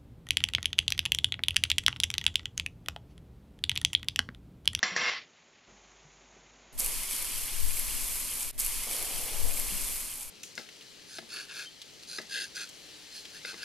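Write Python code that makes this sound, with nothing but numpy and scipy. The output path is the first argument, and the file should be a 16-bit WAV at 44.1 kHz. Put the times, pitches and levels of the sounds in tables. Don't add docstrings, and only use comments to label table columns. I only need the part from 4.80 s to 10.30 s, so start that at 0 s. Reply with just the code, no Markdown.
import sys
import numpy as np
from scipy import signal
from scipy.fft import rfft, irfft
from scipy.io import wavfile
from scipy.ndimage import uniform_filter1d

SR = 44100
rng = np.random.default_rng(int(sys.argv[2]) if len(sys.argv) > 2 else 0)


def int16_out(signal):
    q = np.round(np.clip(np.atleast_2d(signal).T, -1, 1) * 32767)
    wavfile.write(sys.argv[1], SR, q.astype(np.int16))


N = 242550
FRY_S, STOP_S = 1.977, 3.7115


def undb(db):
    return 10 ** (np.asarray(db) / 20)


def seconds():
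    return np.arange(N) / SR


def rms_one(x):
    return x / np.sqrt(np.mean(x ** 2) + 1e-20)


def in_time(rows):
    s, *columns = np.transpose(rows)
    return [np.interp(seconds(), s, column) for column in columns]


def spectrum_hz():
    return np.maximum(np.arange(N // 2 + 1) * SR / N, 1)


def at_hz(points, hz):
    table = np.array(points)
    return np.interp(np.log(hz), np.log(table[:, 0]), table[:, 1])


def colour(x, spectrum):
    return rms_one(irfft(rfft(x) * undb(at_hz(spectrum, spectrum_hz())), N))


def noise():
    return rng.standard_normal(N)


def cut(x, hz, kind="low", order=2):
    return signal.sosfilt(signal.butter(order, hz, kind, fs=SR, output="sos"), x)


def wall(x, hz):
    return signal.sosfilt(signal.cheby2(22, 70, hz, fs=SR, output="sos"), x)


def drift(rate):
    r = np.exp(-80 * np.pi * rate / SR)
    chance = rng.standard_normal(N // 40 + 2002)
    slow = signal.lfilter([1], [1, -2 * r, r * r], chance)[2000:]
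    return np.interp(np.arange(N) / 40, np.arange(len(slow)), rms_one(slow))


def ring(clicks, hz, t60):
    r, w = undb(-60 / (max(t60, .001) * SR)), 2 * np.pi * hz / SR
    return signal.lfilter([0, np.sin(w)], [1, -2 * r * np.cos(w), r * r], clicks + 1e-18)


def grains(per_s, spread_db):
    sizes = undb(spread_db * np.minimum(rng.exponential(1, N), 5)) * rng.choice([-1, 1], N)
    return sizes * (rng.random(N) < per_s / SR)


# (time [s], level [dB], extra bass [dB]); level and bass also wander
AIR_LEVEL = [(0, -64.5, 4.5), (0.87, -67.5, 6), (0.89, -62.5, 8), (1.0, -62, 3), (1.9, -63, 5),
             (3.7, -56.5, -6), (4.07, -70.5, 10.5), (5.5, -54, 0.5)]
# (frequency [Hz], relative level [dB])
AIR_TONE = [(18, -51.5), (30, -24), (225, -8), (258, -7.5), (304, -10.5), (383, -5.5), (430, -8),
            (768, -6.5), (1540, -10.5), (1890, -18), (3300, -19), (4570, -23.5), (5700, -13), (6770, -6),
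            (7600, -19), (9880, -54.5), (16700, -120)]


def yard_air():
    level_db, bass_db = in_time(AIR_LEVEL)
    air = colour(noise(), AIR_TONE)
    low = cut(air, 800, order=1) + cut(air, 320)
    level = undb(level_db + 0.18 * drift(5.3))
    more_bass = undb(bass_db * (1 + 0.28 * drift(6.4))) - 1
    t = seconds()
    hush_db = -26 * (t > 3.706) * (t < 4.06)
    return level * (air + more_bass * low) * undb(hush_db)


# (time [s], rasp level before the jolts [dB])
SLIDE = [(0.027, -57.5), (0.031, -38.5), (0.09, -38.5), (0.11, -42.5), (0.16, -43), (0.22, -34),
         (0.3, -32.5), (0.38, -41), (0.47, -63)]


def slide():
    t = seconds()
    since_blow = np.min([np.where(t >= s, t - s, 1) for s, *_ in BLOWS], axis=0)
    rasp_db = in_time(SLIDE)[0] + 9 * np.exp(-since_blow / 0.02)
    edges_db = -0.5 - 330 * np.clip(t - 0.35, 0, .1)
    rest_loss_db = 52 * np.minimum(since_blow, .3)
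    late_loss_db = 598 * np.clip(t - 0.26, 0, .3) ** 2
    return rasp_db, edges_db, 7.0 - rest_loss_db - late_loss_db


# (frequency [Hz], relative level [dB])
RASP_TONE = [(59, -48), (100, -33.5), (658, -6), (963, -6), (1070, 3), (1490, -2.5), (2100, 2), (2380, 0),
             (5590, -7), (7600, -36), (9880, -57), (16700, -120)]


def scrape(rasp_db, edges_db):
    rasp = colour(grains(9000, spread_db=2.0) * undb(1.4 * drift(45)), RASP_TONE)
    middle_band = signal.butter(2, [1400, 5900], "band", fs=SR, output="sos")
    core = signal.sosfiltfilt(middle_band, rasp)
    return undb(rasp_db) * (core + undb(edges_db) * (rasp - core))


# (time [s], blow strength [dB], bright crack strength [dB])
BLOWS = [(0.029, -14.5, -16), (0.163, -19, -20)]


def blow_clicks(column, change_db=0):
    clicks = np.zeros(N)
    at = [round(row[0] * SR) for row in BLOWS]
    clicks[at] = undb(np.array(BLOWS)[:, column] + change_db)
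    return clicks


# (frequency [Hz], relative level [dB], time to die by 60 dB before further fading [s])
BARS = [(498, -22, 0.53), (749, -17.5, 0.16), (1057, -24, 0.39), (1088, -20.5, 0.77), (1310, -18, 0.33),
        (1637, -19.5, 0.27), (1696, -15, .3), (1757, -4, 0.12), (1858, -28, 0.3), (2030, -3.5, 0.41),
        (2140, -4.5, 0.58), (2170, -12, 0.3), (2534, -16, 0.35), (2630, -17, 0.35), (2750, -11, .5),
        (3100, -22, .4), (3220, -22, 0.5), (3505, -17, 0.39), (4200, -12, .12), (4300, -28, 0.067),
        (4770, -12, 0.16), (5510, -10, 0.08), (5625, -4.5, 0.097), (5970, -17.5, 0.19), (6260, -19, 0.17),
        (7140, -20.5, 0.32), (7240, -18, 0.13)]


def bars(rasp_db):
    ticks = undb(rasp_db) * rms_one(grains(2500, spread_db=2.0))
    total = 0
    for hz, level_db, t60 in BARS:
        chance_db = rng.normal(0, 1.3, len(BLOWS))
        push = undb(-31.0) * ticks + blow_clicks(1, chance_db - 23.5)
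        total = total + undb(level_db) * ring(push, hz, t60)
    return total


# (frequency [Hz], relative level [dB], time to die by 60 dB [s])
RIM = [(773, -41, 0.017), (1880, -22, 0.012)]


def rim_knock():
    blows = blow_clicks(1)
    return sum(undb(db) * ring(ring(blows, hz, 0.0073), hz, t60) for hz, db, t60 in RIM)


def crack():
    dying = signal.lfilter([1], [1, -undb(-60 / (0.052 * SR))], blow_clicks(2))
    return dying * cut(noise(), [3900, 6600], "band")


def grate():
    rasp_db, edges_db, ring_db = slide()
    return undb(ring_db) * bars(rasp_db) + rim_knock() + crack() + scrape(rasp_db, edges_db)


# (time [s], strength before softening [dB], frequency [Hz], time to die by 60 dB [s])
THUDS = [(0.029, -41.5, 199, 0.2), (0.117, -44, 183.7, 0.32), (0.166, -61, 198, .1),
         (0.921, -56.5, 203, 0.13), (1.249, -54.5, 149, 0.2), (1.565, -52.5, 400, .06),
         (4.069, -39, 476.7, 0.043), (4.92, -42, 193, .2)]


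def thuds():
    out = np.zeros(N)
    for s, db, hz, t60 in THUDS:
        click = np.zeros(N)
        click[round(s * SR)] = undb(db)
        out += cut(cut(ring(click, hz, t60), 2.173 * hz), 70, "high")
    return out


def hum():
    t = seconds()
    return (t > 0.875) * (t < 3.7) * np.sqrt(2) * undb(-70) * np.sin(2 * np.pi * 48.4 * t)


# (frequency [Hz], likeness from -1 opposite to 1 the same)
LIKENESS = [(60, -0.49), (99, -0.99), (160, 0.8), (270, 0.73), (440, 0.89), (730, 0.91), (1200, 0.87),
            (1970, 0.91), (3240, 0.919), (5340, 0.55), (8790, 0.758), (14500, 0.87)]


def widen(mid, side):
    alike = np.clip(at_hz(LIKENESS, spectrum_hz()), -1, 1)
    shared = irfft(rfft(mid) * np.sqrt(1 + alike), N)
    differing = irfft(rfft(side) * np.sqrt(1 - alike), N)
    return np.array([shared + differing, shared - differing]) / np.sqrt(2)


def boil(spectrum, per_s, spread_db, hiss_db):
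    burst = rms_one(grains(per_s * undb(2.5 * drift(60)), spread_db))
    mid = colour(burst + undb(hiss_db) * noise(), spectrum)
    side = colour((undb(hiss_db + 11.0) + np.abs(burst)) * noise(), spectrum)
    pair = widen(mid, side)
    return pair / np.sqrt(uniform_filter1d(np.mean(pair ** 2, axis=0), size=1800))


def bubbles(per_s, cycles, low_hz, high_hz):
    born = grains(per_s * undb(3.2 * drift(24)), spread_db=3.0)
    dealt, place = rng.integers(0, 14, N), rng.normal(0, 0.099, N)
    both = np.array([born * (1 + place), born * (1 - place)])
    out = 0
    for k, hz in enumerate(np.geomspace(low_hz, high_hz, 14)):
        out = out + ring(ring(both * (dealt == k), hz, 0.0021), hz, cycles / hz)
    return rms_one(out)


# (time [s], fine fizz level [dB], coarse crackle level [dB]), before the flares
HEAT = [(1.98, -42, -50), (2.0, -34, -45), (2.08, -35, -44.5), (2.14, -35, -42.5), (2.305, -38, -45),
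        (2.38, -37, -43), (2.5, -37, -44), (2.57, -35.5, -42.5), (2.65, -36, -45.5), (2.69, -38, -43.5),
        (2.92, -35.5, -45.5), (3.05, -36, -44), (3.1, -35, -43), (3.32, -34, -44.5), (3.47, -36, -44.5),
        (3.6, -36, -46), (3.69, -37.5, -47), (3.71, -41, -49)]
# (time [s], level above the boil [dB], dying time [s])
FLARES = [(1.998, 3, 0.016), (2.066, 3.5, 0.0096), (2.314, 5, 0.085), (2.972, 4, 0.035),
          (3.628, 4.5, 0.0055)]


def vigour():
    t = seconds()
    flares_db = 0
    for s, db, dying_s in FLARES:
        pace_s = np.where(t < s, 0.015, max(dying_s, .002))
        flares_db = flares_db + db * np.exp(-np.abs(t - s) / pace_s)
    fizz_db, crackle_db = in_time(HEAT)
    return fizz_db + flares_db, crackle_db + 0.55 * flares_db


# (frequency [Hz], relative level [dB])
FIZZ_TONE = [(3000, -15), (5000, -11.5), (6600, -4), (7800, 1), (9500, 2.5), (10500, 4.5), (11500, 1.5),
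             (13000, 1.5), (14500, -6)]
# (frequency [Hz], relative level [dB])
CRACKLE_TONE = [(500, -10.5), (750, -16), (980, -3.5), (1300, -8), (1800, -7), (2300, -1.5), (2750, -3),
                (3200, -1.5), (3750, -4.5), (4300, 0), (5100, -0.5), (6500, -3), (9000, -31)]


def meat():
    t = seconds()
    fizz_db, crackle_db = vigour()
    fizz = undb(fizz_db) * boil(FIZZ_TONE, 5000, spread_db=3.0, hiss_db=-1.0)
    crackle = undb(crackle_db) * boil(CRACKLE_TONE, 1200, spread_db=3.5, hiss_db=8.0)
    ringing = undb(crackle_db - 7.0) * bubbles(500, cycles=72.0, low_hz=2098, high_hz=3417)
    quiet_db = -15.5 * (t < FRY_S) - 30 * (t > STOP_S)
    return undb(quiet_db) * (fizz + crackle + ringing)


# (time [s], left level [dB], right level [dB])
WIND = [(1.93, -54, -48), (1.98, -38.5, -39.5), (2.15, -36.5, -41), (2.3, -44.5, -49), (2.62, -35.5, -50),
        (2.76, -40, -42.5), (2.85, -46, -31), (2.95, -32.5, -46), (3.25, -36, -50), (3.58, -47, -52),
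        (3.68, -35.5, -50), (3.72, -48, -50)]
# (frequency [Hz], relative level [dB])
LEFT_PORT = [(3, -22), (9, -2), (14, -3), (18, -7), (35, -14), (60, -26), (100, -40), (200, -62)]
RIGHT_PORT = [(3, -12), (12, -4), (20, 0), (30, -4), (50, -13), (100, -29), (200, -50)]
# (time [s], left level [dB], right level [dB], width [s], sway [Hz])
BUFFET = (2.845, -16.5, -36, .07, 11.0)
# (time [s], left strength [dB], right strength [dB], frequency [Hz], 60 dB decay [s])
SLAP = (2.827, -38, -29, 60.0, .07)


def wind():
    lumps = np.array([colour(noise(), port) for port in (LEFT_PORT, RIGHT_PORT)])
    lumps = lumps / np.sqrt(uniform_filter1d(lumps ** 2, size=6000) + 1e-12)
    s, left_db, right_db, width_s, sway_hz = BUFFET
    t = seconds() - s
    dent = np.exp(-np.abs(t) / width_s) * np.cos(2 * np.pi * sway_hz * t)
    dent = dent * undb([[left_db], [right_db]])
    s, left_db, right_db, hz, t60 = SLAP
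    click = 1. * (np.arange(N) == round(s * SR))
    slap = cut(ring(click, hz, t60), 200) * undb([[left_db], [right_db]])
    return lumps * undb(in_time(WIND)) - dent + slap


# (frequency [Hz], level before wavering [dB rms])
DRONE = [(118.4, -68), (253, -68.5), (398, -74)]
# (frequency [Hz], relative level [dB])
RUMBLE_TONE = [(50, -20), (90, -5), (250, 1), (480, -15.5), (580, -2), (1500, -22.5)]


def drone():
    t = seconds()
    tones = 0
    for hz, db in DRONE:
        level = np.sqrt(2) * undb(db + 2.7 * drift(4.1))
        tones = tones + level * np.sin(2 * np.pi * hz * t + 1.14 * drift(4.9))
    rumble = undb(-61) * widen(colour(noise(), RUMBLE_TONE), colour(noise(), RUMBLE_TONE))
    return undb(-30 * (t > STOP_S)) * (tones + rumble)


# (time [s], snap level [dB], snap frequency [Hz], knock relative to the snap [dB], left over right [dB])
SPITS = [(1.9903, -16, 11800, -24.4, -0.5), (1.9937, -18, 11700, -28, -6), (1.9975, -11, 11500, -31, -0.7),
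         (2.0007, -11.5, 10900, -22, -0.1), (2.005, -12, 7200, -18, -2.1), (2.0178, -18, 10200, -18.8, 0.9),
         (2.0216, -24, 10600, -8, 0.6), (2.0322, -25, 11200, -11, -0.2), (2.0416, -20.7, 11300, -12.1, 2.0),
         (2.0464, -14, 11400, -31, 0.1), (2.0512, -23, 10900, -26, -0.5), (2.0619, -11, 11300, -24, -0.7),
         (2.0669, -24, 11000, -11.7, -1.9), (2.1416, -20, 12100, -16, -0.5),
         (2.3111, -14.5, 10100, -16, -0.7), (2.322, -22, 10200, -29, -0.4),
         (2.3308, -20.3, 9500, -20.2, -0.3), (2.3644, -15, 10900, -22.0, -0.1),
         (2.4249, -14, 10700, -14, -0.0), (2.4534, -17.9, 9700, -22, -3.2),
         (2.6104, -22, 10100, -21.6, 0.5), (2.6568, -22, 11700, -16.3, -5), (2.9937, -24, 10900, -17, -1.1),
         (2.9971, -14.0, 10900, -28, 0.6), (3.2431, -17, 9300, -19, -0.5),
         (3.3573, -17, 10600, -25.2, -0.0), (3.404, -20.1, 11800, -16.2, -1.4),
         (3.5139, -17.5, 10200, -25.5, 2), (3.5373, -16, 9500, -17, -0.3), (3.5556, -17, 10500, -25.0, 0.2),
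         (3.6082, -15, 9000, -28.1, 0.2), (3.6219, -25, 11000, -16.1, 0.5), (3.626, -23, 10900, -20, 1),
         (3.6299, -14, 8800, -18.7, 1.7)]


def spits():
    small = 45
    when = FRY_S + (STOP_S - FRY_S) * rng.random(small)
    usual, spread = [-27.5, 10600, -12, 0], [5, 700, 1.5, 5]
    rows = np.r_[SPITS, np.c_[when, usual + rng.standard_normal((small, 4)) * spread]]
    out, chance = np.zeros((2, N)), rng.random((len(rows), 2))
    for (s, db, hz, knock_db, pan_db), (pitch, sign) in zip(rows, chance):
        click = np.zeros(400)
        click[0] = np.sign(sign - .5)
        snap = cut(ring(click, hz, .0008), 0.4 * hz, "high")
        knock = ring(click, 2200 + 1500 * pitch, 0.0023)
        spit = snap / np.abs(snap).max() + undb(knock_db) * knock
        at = round(s * SR)
        out[:, at:at + 400] += spit * undb([[db + pan_db / 2], [db - pan_db / 2]])
    return out


def sizzling_stretch():
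    start_s, repeat_s = 1.925, 1.80159
    t = seconds()
    once = meat() + spits() + wind() + drone()
    gate = np.clip((t - start_s) / 0.0026, 0, 1) * (t < start_s + repeat_s)
    once = wall(once * gate, 14240)
    lag = round(repeat_s * SR)
    return once + np.pad(once, ((0, 0), (lag, 0)))[:, :N]


# (start [s], level before wavering [dB], hold [s], release [dB per s])
RUSHES = [(1.998, -49.5, .02, 92), (4.07, -48.5, .68, 55)]
# (frequency [Hz], relative level [dB])
RUSH_TONE = [(90, -16), (150, -11), (250, -10), (500, -2.5), (800, -5.5), (1150, -13), (1500, -25),
             (2500, -20.5)]


def rushes():
    t, level = seconds(), 0
    for s, db, hold_s, release_db in RUSHES:
        attack_loss_db = 1500 * np.maximum(s - t, 0)
        release_loss_db = release_db * np.maximum(t - s - hold_s, 0)
        level = level + undb(db - attack_loss_db - release_loss_db)
    return level * undb(drift(33)) * colour(noise(), RUSH_TONE)


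def scene():
    yard = yard_air() + thuds() + hum() + rushes()
    mono = cut(grate(), 110, "high", order=4) + yard
    return wall(mono, 7980) + sizzling_stretch()


def top_cut(x):
    return signal.sosfilt(signal.butter(12, 15080, fs=SR, output="sos"), x)


# (time [s], level [dB])
FADE = [(0, 0.5), (5.08, 0.5), (5.25, -2), (5.5, -7.5)]


def record(dry):
    mix = dry * undb(in_time(FADE)[0])
    return top_cut(mix)


dry = scene()
out = record(dry)
int16_out(out)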